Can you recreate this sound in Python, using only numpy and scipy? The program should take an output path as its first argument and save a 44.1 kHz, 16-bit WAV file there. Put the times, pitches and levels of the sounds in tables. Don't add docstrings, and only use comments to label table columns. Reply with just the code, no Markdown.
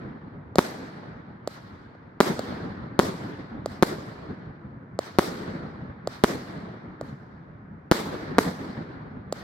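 import sys
import numpy as np
from scipy import signal
from scipy.fft import rfft, irfft, next_fast_len
from scipy.io import wavfile
from scipy.ndimage import uniform_filter1d

SR = 44100
rng = np.random.default_rng(int(sys.argv[2]) if len(sys.argv) > 2 else 0)


def pcm_store(signal):
    levels = np.round(np.clip(np.atleast_2d(signal), -1, 1) * 32767)
    wavfile.write(sys.argv[1], SR, levels.astype(np.int16).T)


N = 415863
TIME = np.arange(N) / SR
STEP = 64
CUTOFF_HZ = 16000
RIGHT_LAG_S = .00005

# f/Hz, level/(dB per Hz)
EVENING_AIR = [(25, -101), (50, -89.5), (90, -74), (200, -73.5), (500, -84.5), (1400, -90), (2000, -93.5),
               (2700, -112), (4500, -119), (8000, -137), (16000, -142)]
# f/Hz, level/(dB per Hz)
HILL_TONE = [(25, -89), (50, -75.5), (100, -66), (170, -60.5), (300, -67), (600, -108.5), (2000, -130)]
# f/Hz, level/(dB per Hz)
TREE_TONE = [(30, -80.5), (100, -71), (200, -56.5), (370, -58.5), (700, -67), (1500, -70.5), (2050, -72.5),
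             (2600, -83.5), (4400, -76), (6500, -83), (8500, -82), (10000, -91), (12000, -84),
             (16000, -94.5)]
# f/Hz, loss/(dB per s)
AIR_AND_LEAF_LOSS = [(100, 1), (350, 5.5), (1500, -2), (2700, 10), (4300, 19.5), (7000, 50), (12000, 63)]
# f/Hz, level/dB
LAUNCH_ECHO_TONE = [(100, -10), (300, -11), (600, -4), (1500, 0), (2700, -1), (4500, -1), (8000, -6),
                    (12000, -5.5)]
# f/Hz, likeness (-1 to 1)
STEREO_LIKENESS = [(60, 0.98), (130, 0.97), (290, 0.87), (640, 0.097), (1400, -0.2), (3000, 0.11),
                   (7000, -0.054)]
# f/Hz, Q (higher rings longer), level/dB
TUBE_NOTES = [(602, 2.88, 0), (1184, 4.4, -11.5), (1900, 7.4, -14.5)]
# f/Hz, Q, level/dB
JET_NOTES = [(4800, 4, -2), (7700, 5, 4), (12500, 3, 0)]
# t/s, pop level/dB, crack level/dB
LAUNCHES = [(0.5568, 7.5, -4), (1.475, 7, -6), (2.3927, 6.5, -7), (3.6596, 7.5, -8.5), (4.9899, 11.5, -4),
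            (6.0736, 9, -5), (7.0118, 2.5, -18), (9.3252, 7.5, -4)]
# f/Hz, Q, level/dB
MIC_HOLES = [(1240, 0.86, 8.5), (2900, 6.2, 0.5), (4200, 1, 4.5), (8700, 3.8, 2.5), (10450, 11, -10.5),
             (11000, 2.5, 10)]
# t/s, push length/ms, ground bounce delay/ms, bounce level/dB, echo level/dB
SHELL_BURSTS = [(-.55, 1.8, 5.2, 4, -0.5), (0.5845, 1.7, 5.5, 6.5, -2.5), (2.204, 1.22, 5.08, 7, 2.5),
                (2.9919, 1.75, 5.5, 3.5, -1), (3.8256, 1.8, 5.65, 7, -3), (5.1866, 1.7, 5.43, 3, 0),
                (6.2382, 2, 5.1, 4, -1.5), (7.9142, 2.43, 6.17, 3, 2.5), (8.3838, 1, 4.3, 7, -0.5)]


def from_db(db):
    return 10 ** (np.asarray(db) / 20)


def at_hz(points, hz):
    f, value = np.transpose(points)
    return np.interp(np.log(hz), np.log(f), value)


def delayed(x, s):
    return np.pad(x, (int(round(s * SR)), 0))[:N]


def resonator(x, hz, q, high=0, band=0, low=0):
    w = 2 * SR * np.tan(np.pi * hz / SR)
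    b, a = signal.bilinear([high, band * w / q, low * w * w], [1, w / q, w * w], SR)
    return signal.lfilter(b, a, x + 1e-18)


def drift(rate_hz, size):
    r = np.exp(-2 * np.pi * rate_hz * STEP / SR)
    slow = signal.lfilter([1], [1, -2 * r, r * r], rng.standard_normal(2 * size))[size:]
    return slow / slow.std()


def echo_shape(age, db, rise_s, hold_s, fall):
    age = np.maximum(age, 0)
    build_up = 1 - np.exp(-(age / rise_s) ** 2)
    return from_db(db) ** 2 * build_up / (1 + (age / hold_s) ** fall)


def tree_scatter(age, hz, branch_hz=390, edge_hz=810, edge_delay_s=.099, edge_width_s=.013):
    branches = echo_shape(age, db=2.66, rise_s=.0058, hold_s=.094, fall=7.1) / (1 + (branch_hz / hz) ** 2)
    slap = np.exp(-((age - edge_delay_s) / edge_width_s) ** 2) * (age > 0)
    edge = from_db(2.5) ** 2 * slap / (1 + (hz / edge_hz) ** 2)
    depths = echo_shape(age, db=-4.5, rise_s=.026, hold_s=.42, fall=3.41)
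    return branches + edge + depths


def echo_power(hz, t, launch_db=-10.5, launch_build_s=.03):
    def one_echo(age):
        trees = from_db(at_hz(TREE_TONE, hz)) ** 2 * tree_scatter(age, hz)
        roll = echo_shape(age, db=-.5, rise_s=.18, hold_s=.93, fall=2.5)
        hills = from_db(at_hz(HILL_TONE, hz)) ** 2 * roll
        return (trees + hills) * from_db(-at_hz(AIR_AND_LEAF_LOSS, hz) * age) ** 2

    power = np.zeros((len(hz), len(t)))
    for s, *_, echo_db in SHELL_BURSTS:
        first = np.searchsorted(t, s)
        power[:, first:] += one_echo(t[first:] - s) * from_db(echo_db) ** 2
    for s, pop_db, crack_db in LAUNCHES:
        first = np.searchsorted(t, s)
        age = t[first:] - s
        gain = from_db(launch_db + (pop_db + crack_db) / 2 + at_hz(LAUNCH_ECHO_TONE, hz))
        build_up = 1 - np.exp(-age / launch_build_s)
        power[:, first:] += one_echo(age) * (gain * build_up) ** 2
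    return power


def woods(clump_db=.7, patchy_db=1.53, swell_db=2.5):
    size, t = next_fast_len(N), TIME[::STEP]
    centres = np.geomspace(25, CUTOFF_HZ, 40)
    f = np.maximum(np.fft.rfftfreq(size, 1 / SR), 1)
    band_number = np.log(f / centres[0]) / np.log(centres[1] / centres[0])
    alike = np.clip(at_hz(STEREO_LIKENESS, f), -1, 1)
    shared, opposite = rfft(rng.standard_normal((2, size))) * np.sqrt(SR) / 2
    noise = np.sqrt(1 + alike) * shared + np.sqrt(1 - alike) * opposite * [[1], [-1]]
    clumps = clump_db * drift(78, len(t))
    swells = swell_db * drift(11.4, len(t))
    echoes = echo_power(centres[:, None], t)
    out = np.zeros((2, N))
    for k, hz in enumerate(centres):
        band = irfft(noise * np.maximum(1 - abs(band_number - k), 0), size)[:, :N]
        bass_swells = 2 * swells / (1 + hz / 300)
        lumps_db = clumps + patchy_db * drift(13, len(t)) + bass_swells
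        power = echoes[k] * from_db(lumps_db) ** 2 + from_db(at_hz(EVENING_AIR, hz)) ** 2
        out += band * np.interp(TIME, t, np.sqrt(power))
    return out


def trunks(level_db=-5, spread_db=4, knock_hz=340, count=24):
    clicks = np.zeros((2, N))
    for s, *_, echo_db in SHELL_BURSTS:
        age = rng.uniform(.018, .63, count)
        side_lag_s = .0003 * rng.uniform(-1, 1, count)
        chance_db = spread_db * (2 * rng.random(count) - 2.5)
        gain = from_db(level_db + echo_db + chance_db) * np.sqrt(tree_scatter(age, knock_hz))
        for channel, sign in enumerate((1, -1)):
            at = ((s + age + sign * side_lag_s) * SR).astype(int)
            heard = (at >= 0) & (at < N)
            clicks[channel, at[heard]] += gain[heard]
    knocks = resonator(clicks, knock_hz, q=1.37, band=.93)
    return resonator(knocks, hz=2000, q=.9, low=.93)


def blast(s, push_ms, rise_ms):
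    out = np.zeros(N)
    near = slice(*np.searchsorted(TIME, [s, s + .03]))
    ms = (TIME[near] - s) * 1000
    out[near] = (1 - np.exp(-ms / rise_ms)) * (1 - ms / push_ms) * np.exp(-ms / push_ms)
    return out


def launches(right_db=2.4, jet_db=-18, wall_db=-22.5, wall_delay_s=.476):
    push = sum(from_db(db) * blast(s, push_ms=1.3, rise_ms=.17) for s, db, _ in LAUNCHES)
    hollow = sum(from_db(db) * resonator(push, hz, q, band=q) for hz, q, db in TUBE_NOTES)
    hollow = from_db(-14) * resonator(hollow, hz=129, q=.46, high=.85)
    hollow = signal.sosfilt(signal.butter(4, 1750, fs=SR, output="sos"), hollow)
    crack = sum(from_db(db) * blast(s, push_ms=.35, rise_ms=.03) for s, _, db in LAUNCHES)
    jet = from_db(jet_db) * resonator(abs(crack), hz=250, q=.32, low=4.1) * rng.standard_normal(N)
    snap = resonator(crack + jet, hz=4200, q=1.5, high=1)
    pop = hollow + sum(from_db(db) * resonator(snap, hz, q, band=.86) for hz, q, db in JET_NOTES)
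    pop += from_db(wall_db) * delayed(resonator(pop, hz=2500, q=.7, low=.83), wall_delay_s)
    return np.array([pop, from_db(right_db) * delayed(pop, RIGHT_LAG_S)])


def mic_holes(x):
    for hz, q, db in MIC_HOLES:
        x = resonator(x, hz, q * from_db(db / 2), high=.99, band=from_db(db), low=.95)
    return x


def bursts(shock_db=10, ceiling=1.704, ragged=.087, thump_hz=130, thump_db=3, low_cut_hz=305):
    air = np.zeros(N)
    for s, push_ms, delay_ms, bounce_db, _ in SHELL_BURSTS:
        air += from_db(shock_db) * blast(s, push_ms, rise_ms=.035)
        air += from_db(bounce_db) * blast(s + delay_ms / 1000, push_ms, rise_ms=.05)
    air = np.array([air, delayed(air, RIGHT_LAG_S)])
    lost = np.array([[.6], [2.4]]) * np.maximum(air - ceiling, 0)
    air -= lost
    grit = resonator(rng.standard_normal((2, N)), hz=4530, q=.37, low=2.1)
    air += ragged * uniform_filter1d(abs(air), size=40) * grit
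    bang = mic_holes(resonator(air, low_cut_hz, q=1.25, high=1))
    kick = resonator(-lost, thump_hz, q=.7, low=1)
    thump = from_db(thump_db) * resonator(kick, hz=27.7, q=.33, high=1)
    return bang + thump


def scene():
    return bursts() + launches() + trunks() + woods()


def record(dry, top=.77):
    squashed = top * np.tanh(dry / top)
    return signal.sosfilt(signal.ellip(10, .1, 80, CUTOFF_HZ, fs=SR, output="sos"), squashed)


dry = scene()
out = record(dry)
pcm_store(out)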